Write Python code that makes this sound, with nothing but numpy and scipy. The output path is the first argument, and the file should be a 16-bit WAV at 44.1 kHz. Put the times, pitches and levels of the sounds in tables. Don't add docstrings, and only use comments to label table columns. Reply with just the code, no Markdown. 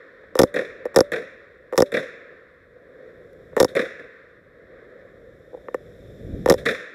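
import sys
import numpy as np
from scipy import signal
from scipy.fft import rfft, irfft
from scipy.io import wavfile

SR = 44100
rng = np.random.default_rng(int(sys.argv[2]) if len(sys.argv) > 2 else 0)


def dump(signal):
    limited = np.clip(np.atleast_2d(signal).T, -1, 1)
    pcm = np.round(limited * 32767).astype(np.int16)
    wavfile.write(sys.argv[1], SR, pcm)


N = 306054

# time_s, snap_db, clack_db, thump_db
KNOCKS = [(0.237, -80, -59, -34.5), (0.3537, -35.5, -17.5, -13.5), (0.3672, -41.5, -43.5, -21.5),
          (0.3768, -51.5, -25.5, -29.5), (0.3865, -41, -31.5, -26), (0.854, -45, -28.5, -16),
          (0.8623, -57.5, -29, -19.5), (0.9436, -45, -27, -41), (0.9489, -48.5, -43.5, -28.5),
          (1.7251, -51, -26.5, -18.5), (1.7332, -49.5, -21.5, -23), (1.7425, -59.5, -41, -21),
          (1.7568, -46, -29, -30), (1.767, -44, -39, -35), (3.331, -63.5, -64, -50),
          (3.53, -71, -43, -32.5), (3.5659, -33, -14.5, -10.5), (3.5705, -52, -25, -9),
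          (3.5777, -40, -16, -24), (3.583, -43, -51, -17), (3.59, -47, -34, -17.5),
          (3.597, -36.5, -26.5, -24), (5.53, -74, -60, -33), (5.54, -81, -71, -35),
          (5.546, -80, -71, -24.5), (5.573, -71, -66, -31), (5.684, -78, -28.5, -24.5),
          (5.744, -43, -18, -14.5), (6.4596, -30, -12, -5.5), (6.4765, -39, -19, -23),
          (6.4863, -28, -25, -8)]
# time_s, firing_db, back_delay_s, back_db, shut_delay_s, shut_db, shut_ring_db
SHOTS = [(0.3907, 1, .026, 3, .0428, 2, -11), (0.961, -0.5, 0.026, 1.5, 0.045, 0.5, -7.5),
         (1.7776, -1.5, 0.026, 1.5, 0.044, 0.5, -12.5), (3.6012, -1, .0267, 1, .0448, -0.5, -12.5),
         (6.4987, 1, 0.024, -1, .0416, -8, -22)]
# delay_s, snap_db, ring_db, clack_db, thump_db
FIRING = [(0, -14, -9.5, -8.5, -5), (.006, -26, -31.5, -10.5, -9), (.011, -36, -31.5, -31, -3.5)]
BOLT_BACK_DB, BOUNCE_DB = (-25.5, -18, -24, -5.5), (-54, -38.5, -32.5, -54.5)
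BOLT_SHUT_DB = (-27.5, -13.5, -5)


def impacts():
    rows = [(s, snap, snap - 8, clack, thump) for s, snap, clack, thump in KNOCKS]
    for s, firing_db, back_s, back_db, shut_s, shut_db, ring_db in SHOTS:
        rows += [(s + delay, *(firing_db + np.array(levels))) for delay, *levels in FIRING]
        rows += [(s + back_s, *(back_db + np.array(BOLT_BACK_DB)))]
        snap, clack, thump = shut_db + np.array(BOLT_SHUT_DB)
        rows += [(s + shut_s, snap, ring_db, clack, thump)]
        rows += [(s + shut_s + 0.003, *(shut_db + np.array(BOUNCE_DB)))]
    return rows


# pitch_hz, level_db, t60_s
BOLT_MODES = [(3930, -18.5, .012), (4964, -2, 0.011), (5370, 11.5, 0.0071), (10980, -5.5, 0.02)]
RECEIVER_MODES = [(943, 5, .02), (1142, 6.5, 0.012), (1400, 1, .01), (1802, 4, 0.024), (2400, -24.5, .008)]
STOCK_MODES = [(395, -29, 0.35), (515, 9.5, 0.034), (578, -23.5, 0.35), (802, 0.5, 0.011)]
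RECOIL_MODES = [(119, -13.5, 0.026), (195.2, -3.5, 0.043), (266.7, -2, 0.047), (322, 9.5, 0.02)]


def rifle_action():
    times, snap_db, ring_db, clack_db, thump_db = np.transpose(impacts())
    grit = rms_one(tube(band(rng.standard_normal(N), 3000, 25000), bass_db=-9.5))
    blows = clicks(times, from_db(snap_db))
    snap = grit * (dying(blows, 0.019) + from_db(-24) * dying(blows, 0.091))
    ring = struck(times, ring_db, BOLT_MODES, 4800, 16000, stages=1)
    clack = struck(times, clack_db, RECEIVER_MODES, 470, 2200, stages=9)
    thump = struck(times, thump_db, STOCK_MODES, 337, 850, stages=8)
    recoil_db = 2.7 * thump_db + 0.5
    recoil = struck(times, recoil_db, RECOIL_MODES, 90, 690, stages=12)
    return snap + ring + clack + thump + recoil


def struck(times, peak_db, modes, low_hz, high_hz, stages):
    out, unit_blow = np.zeros(N), np.zeros(SR // 20)
    spreads_db = rng.normal(0, 2.9, (len(times), len(modes))).T
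    for (hz, level_db, t60), spread_db in zip(modes, spreads_db):
        radius, angle = from_db(-60 / (t60 * SR)), 2 * np.pi * hz / SR
        mode = [0, from_db(level_db) * np.sin(angle)], [1, -2 * radius * np.cos(angle), radius ** 2]
        out += signal.lfilter(*mode, clicks(times, from_db(peak_db + spread_db)) + 1e-18)
        unit_blow += signal.lfilter(*mode, signal.unit_impulse(len(unit_blow)))
    out, unit_blow = (bending(band(x, low_hz, high_hz), stages) for x in (out, unit_blow))
    return out / np.abs(unit_blow).max()


def bending(x, stages, pole=.86):
    return signal.sosfilt([[-pole, 1, 0, 1, -pole, 0]] * stages, x + 1e-18)


# slap_delay_s, slap_db, echo_delay_s, first_db, second_db, bright_db, swell_db
POND = [(.1503, -30.5, .169, -1.5, -4, -0.5, -3), (.157, -28, .170, -4, -5.5, -0.5, -3.5),
        (.1412, -33.5, .1622, 0, -1, 1, 2), (.1501, -28, .1621, -0.5, 0, 1, 7.5),
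        (0.1552, -30, 0.1593, 0.5, 1, 5, 10)]
# extra_delay_s, middle_db, bass_db, treble_db
FIRST_ECHOES = [(0, -31.5, -15, -37.5), (.005, -24.5, -22, -50)]
SECOND_ECHOES = [(.029, -26, -16.5, -40), (0.05, -34.5, -21, -45.5), (.088, -39, -31.5, -52),
                 (.14, -46, -44, -65.5)]
# time_s, middle_db, bass_db, treble_db
LATE_ECHOES = [(3.993, -46.5, -35.5, -60.5), (4.04, -51, -38.5, -70)]
SPLASH_DB, SWELL_DB = (-4, 10, -18.5), (-55, -37.5, -57)


def pond_returns():
    shot_s = np.transpose(SHOTS)[0]
    slap_delays, slap_levels = np.transpose(POND)[:2]
    slap_envelope = dying(clicks(shot_s + slap_delays, from_db(slap_levels)), 0.061)
    slaps = band(rng.standard_normal(N) * slap_envelope, 7050, 12000)
    echoes, swells, fronts = list(LATE_ECHOES), [], []
    for s, (slap_s, slap_db, echo_s, first_db, second_db, bright_db, swell_db) in zip(shot_s, POND):
        tilt_db = bright_db * np.array([.5, -.5, 1])
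        echoes += [(s + slap_s, *(slap_db + tilt_db + SPLASH_DB))]
        for db, table in ((first_db, FIRST_ECHOES), (second_db, SECOND_ECHOES)):
            group = [(s + echo_s + delay, *(db + tilt_db + levels)) for delay, *levels in table]
            echoes += group
            fronts += [group[0]]
        swells += [(s + .078, *(swell_db + np.array(SWELL_DB)))]
    front_s, middle_db, bass_db, _ = np.transpose(fronts)
    crack = band(clicks(front_s, from_db(middle_db + 22.5)), 1400, 4800)
    thud = band(clicks(front_s + .004, from_db(bass_db + 39.5)), 152, 520)
    diffuse = scattered(echoes, rise_cycles=1.2, dull_db_per_octave=3.5)
    swell = scattered(swells, rise_cycles=11, dull_db_per_octave=1.5)
    return slaps + crack + thud + diffuse + swell


# low_hz, high_hz, level_db, early_t60_s, tail_db, tail_t60_s
BASS_DECAY = [(127, 870, 5.5, 0.052, -28, 0.92)]
MIDDLE_DECAY = [(851, 2210, 7.9, 0.056, -22.5, 1.17), (2182, 2815, 3, 0.07, -20, 1.1)]
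TREBLE_DECAY = [(2900, 4740, 8.8, 0.069, -20.5, .8), (4535, 7300, 2.3, 0.049, -11.5, 0.55),
                (7670, 11000, 2.3, 0.13, -14, 0.5), (11900, 15000, 2, 0.058, -7.5, 0.23)]


def scattered(rows, rise_cycles, dull_db_per_octave):
    times, middle_db, bass_db, treble_db = np.transpose(rows)
    out = np.zeros(N)
    for bands, db in ((BASS_DECAY, bass_db), (MIDDLE_DECAY, middle_db), (TREBLE_DECAY, treble_db)):
        for low, high, level_db, early_t60, tail_db, tail_t60 in bands:
            loss_db = dull_db_per_octave * np.log2(max(low / 2900, 1))
            power = clicks(times, from_db(2 * (db + level_db - loss_db)))
            power = dying(power, early_t60 / 2) + from_db(2 * tail_db) * dying(power, tail_t60 / 2)
            rise = np.clip(min(low, 1500) / SR / rise_cycles, 0, 1)
            power = signal.lfilter([rise], [1, rise - 1], power)
            noise = rms_one(band(rng.standard_normal(N), low, high))
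            out += band(np.sqrt(power) * noise, low, high)
    return out


# pitch_hz, width_hz, level_db
TUBE_MODES = [(497.7, 98, 5), (1828, 378, 6), (3590, 325, 4.5), (5330, 720, -1.5), (7035, 920, -6),
              (8850, 2600, -23), (10740, 1700, -8.5), (15900, 1200, -18.5)]


def tube(x, bass_db):
    out = from_db(bass_db) * band(x, 74, 520)
    for hz, width, level_db in TUBE_MODES:
        radius = np.exp(-np.pi * width / SR)
        gain = (1 - radius ** 2) / 2
        feedback = [1, -2 * radius * np.cos(2 * np.pi * hz / SR), radius ** 2]
        out += from_db(level_db) * signal.lfilter([gain, 0, -gain], feedback, x)
    return out


# frequency_hz, density_db
WIND_SPECTRUM = [(20, -20.5), (45, -3.5), (100, -3.5), (160, -5), (250, -10.5), (450, -14), (800, -39)]
# time_s, level_db
GUSTS = [(0, -71), (0.29, -57.5), (1.5, -63), (2.3, -64), (3.1, -60), (3.47, -51.5), (4.2, -66),
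         (4.5, -57.5), (4.65, -58), (4.8, -57.5), (4.95, -63), (5.3, -55), (5.63, -58), (5.97, -45),
         (6.18, -43), (6.34, -27), (6.41, -36.5), (6.6, -40), (6.7, -50), (6.94, -79)]


def wind():
    gust_db, = in_time(GUSTS)
    return from_db(gust_db + 1.7 * drift(6.4)) * coloured(WIND_SPECTRUM)


# frequency_hz, density_db
RUSTLE_LOW = [(100, -6.5), (300, 1), (500, -0.5), (800, -4.5), (1000, -13.5)]
RUSTLE_HIGH = [(800, -11), (1000, 0.5), (1800, -9), (2500, -14.5), (3600, -28), (4400, -23), (5300, -35.5),
               (9000, -46)]
# time_s, low_db, high_db
RUSTLE_LEVELS = [(0, -50, -50), (0.25, -52.5, -55), (0.78, -44.5, -51.5), (1.45, -51.5, -54),
                 (1.62, -54.5, -58.5), (2.3, -48, -52), (2.6, -59, -58.5), (2.76, -51.5, -60),
                 (3.05, -47, -54.5), (3.35, -48.5, -60), (4.2, -53.5, -53), (4.42, -55, -60),
                 (4.8, -46, -54.5), (5.1, -48.5, -57.5), (5.4, -51, -62), (5.65, -45.5, -60.5),
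                 (6.0, -48, -61.5), (6.34, -46.5, -58.5), (6.6, -51, -58), (6.94, -50, -56)]


def far_rustle():
    low_db, high_db = in_time(RUSTLE_LEVELS)
    low = from_db(low_db + 0.43 * drift(8.3)) * rms_one(tube(coloured(RUSTLE_LOW), bass_db=-20.5))
    high = from_db(high_db + 0.61 * drift(9.2)) * rms_one(tube(coloured(RUSTLE_HIGH), bass_db=-18))
    return low + high


# frequency_hz, density_db
HISS_SPECTRUM = [(2200, 5.5), (3600, 1), (5300, -4), (9000, -6.5), (13000, -5), (15200, -2), (15900, -28.5)]
# time_s, level_db
HISS_LEVEL = [(0, -99), (0.9, -100.5), (1.5, -96), (2.5, -104), (3.05, -88), (3.45, -82.5), (4.3, -99),
              (5.0, -88.5), (5.6, -81), (6.35, -73.5), (6.6, -69.5), (6.72, -91), (6.94, -101)]


def faint_hiss():
    level_db, = in_time(HISS_LEVEL)
    hiss = tube(coloured(HISS_SPECTRUM), bass_db=-17)
    return from_db(level_db) * hiss / np.std(band(hiss, 8000, 15000))


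def from_db(db):
    return 10 ** (np.asarray(db) / 20)


def rms_one(x):
    return x / np.sqrt(np.mean(x ** 2) + 1e-20)


def band(x, low_hz, high_hz):
    sections = signal.butter(2, [low_hz, min(high_hz, .45 * SR)], "band", fs=SR, output="sos")
    return signal.sosfilt(sections, x + 1e-18)


def clicks(times, sizes):
    out = np.zeros(N)
    np.add.at(out, np.round(np.asarray(times) * SR).astype(int), sizes)
    return out


def dying(x, t60):
    return signal.lfilter([1], [1, -from_db(-60 / (t60 * SR))], x + 1e-18)


def drift(rate_hz):
    pole = np.exp(-2 * np.pi * rate_hz / SR)
    return rms_one(signal.lfilter([1], [1, -2 * pole, pole ** 2], rng.standard_normal(N + SR))[SR:])


def coloured(spectrum):
    hz = np.maximum(np.fft.rfftfreq(N, 1 / SR), 1)
    points_hz, points_db = np.transpose(spectrum)
    gain = from_db(np.interp(np.log(hz), np.log(points_hz), points_db, left=-99, right=-99))
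    return rms_one(irfft(rfft(rng.standard_normal(N)) * gain, N))


def in_time(rows):
    times, *columns = np.transpose(rows)
    return [np.interp(np.arange(N) / SR, times, column) for column in columns]


def scene():
    background = far_rustle() + wind() + faint_hiss()
    return (rifle_action() + tube(pond_returns(), bass_db=-14) + background)[None]


OVERLOAD_AMPLITUDE, CUTOFF_HZ = .71, 16970


def record(dry):
    noisy = dry + from_db(-87.5) * rms_one(band(rng.standard_normal(N), 5000, 14500))
    saturated = noisy / (1 + np.abs(noisy / OVERLOAD_AMPLITUDE) ** 3) ** (1 / 3)
    return signal.sosfilt(signal.cheby2(12, 70, CUTOFF_HZ, fs=SR, output="sos"), saturated)


dry = scene()
out = record(dry)
dump(out)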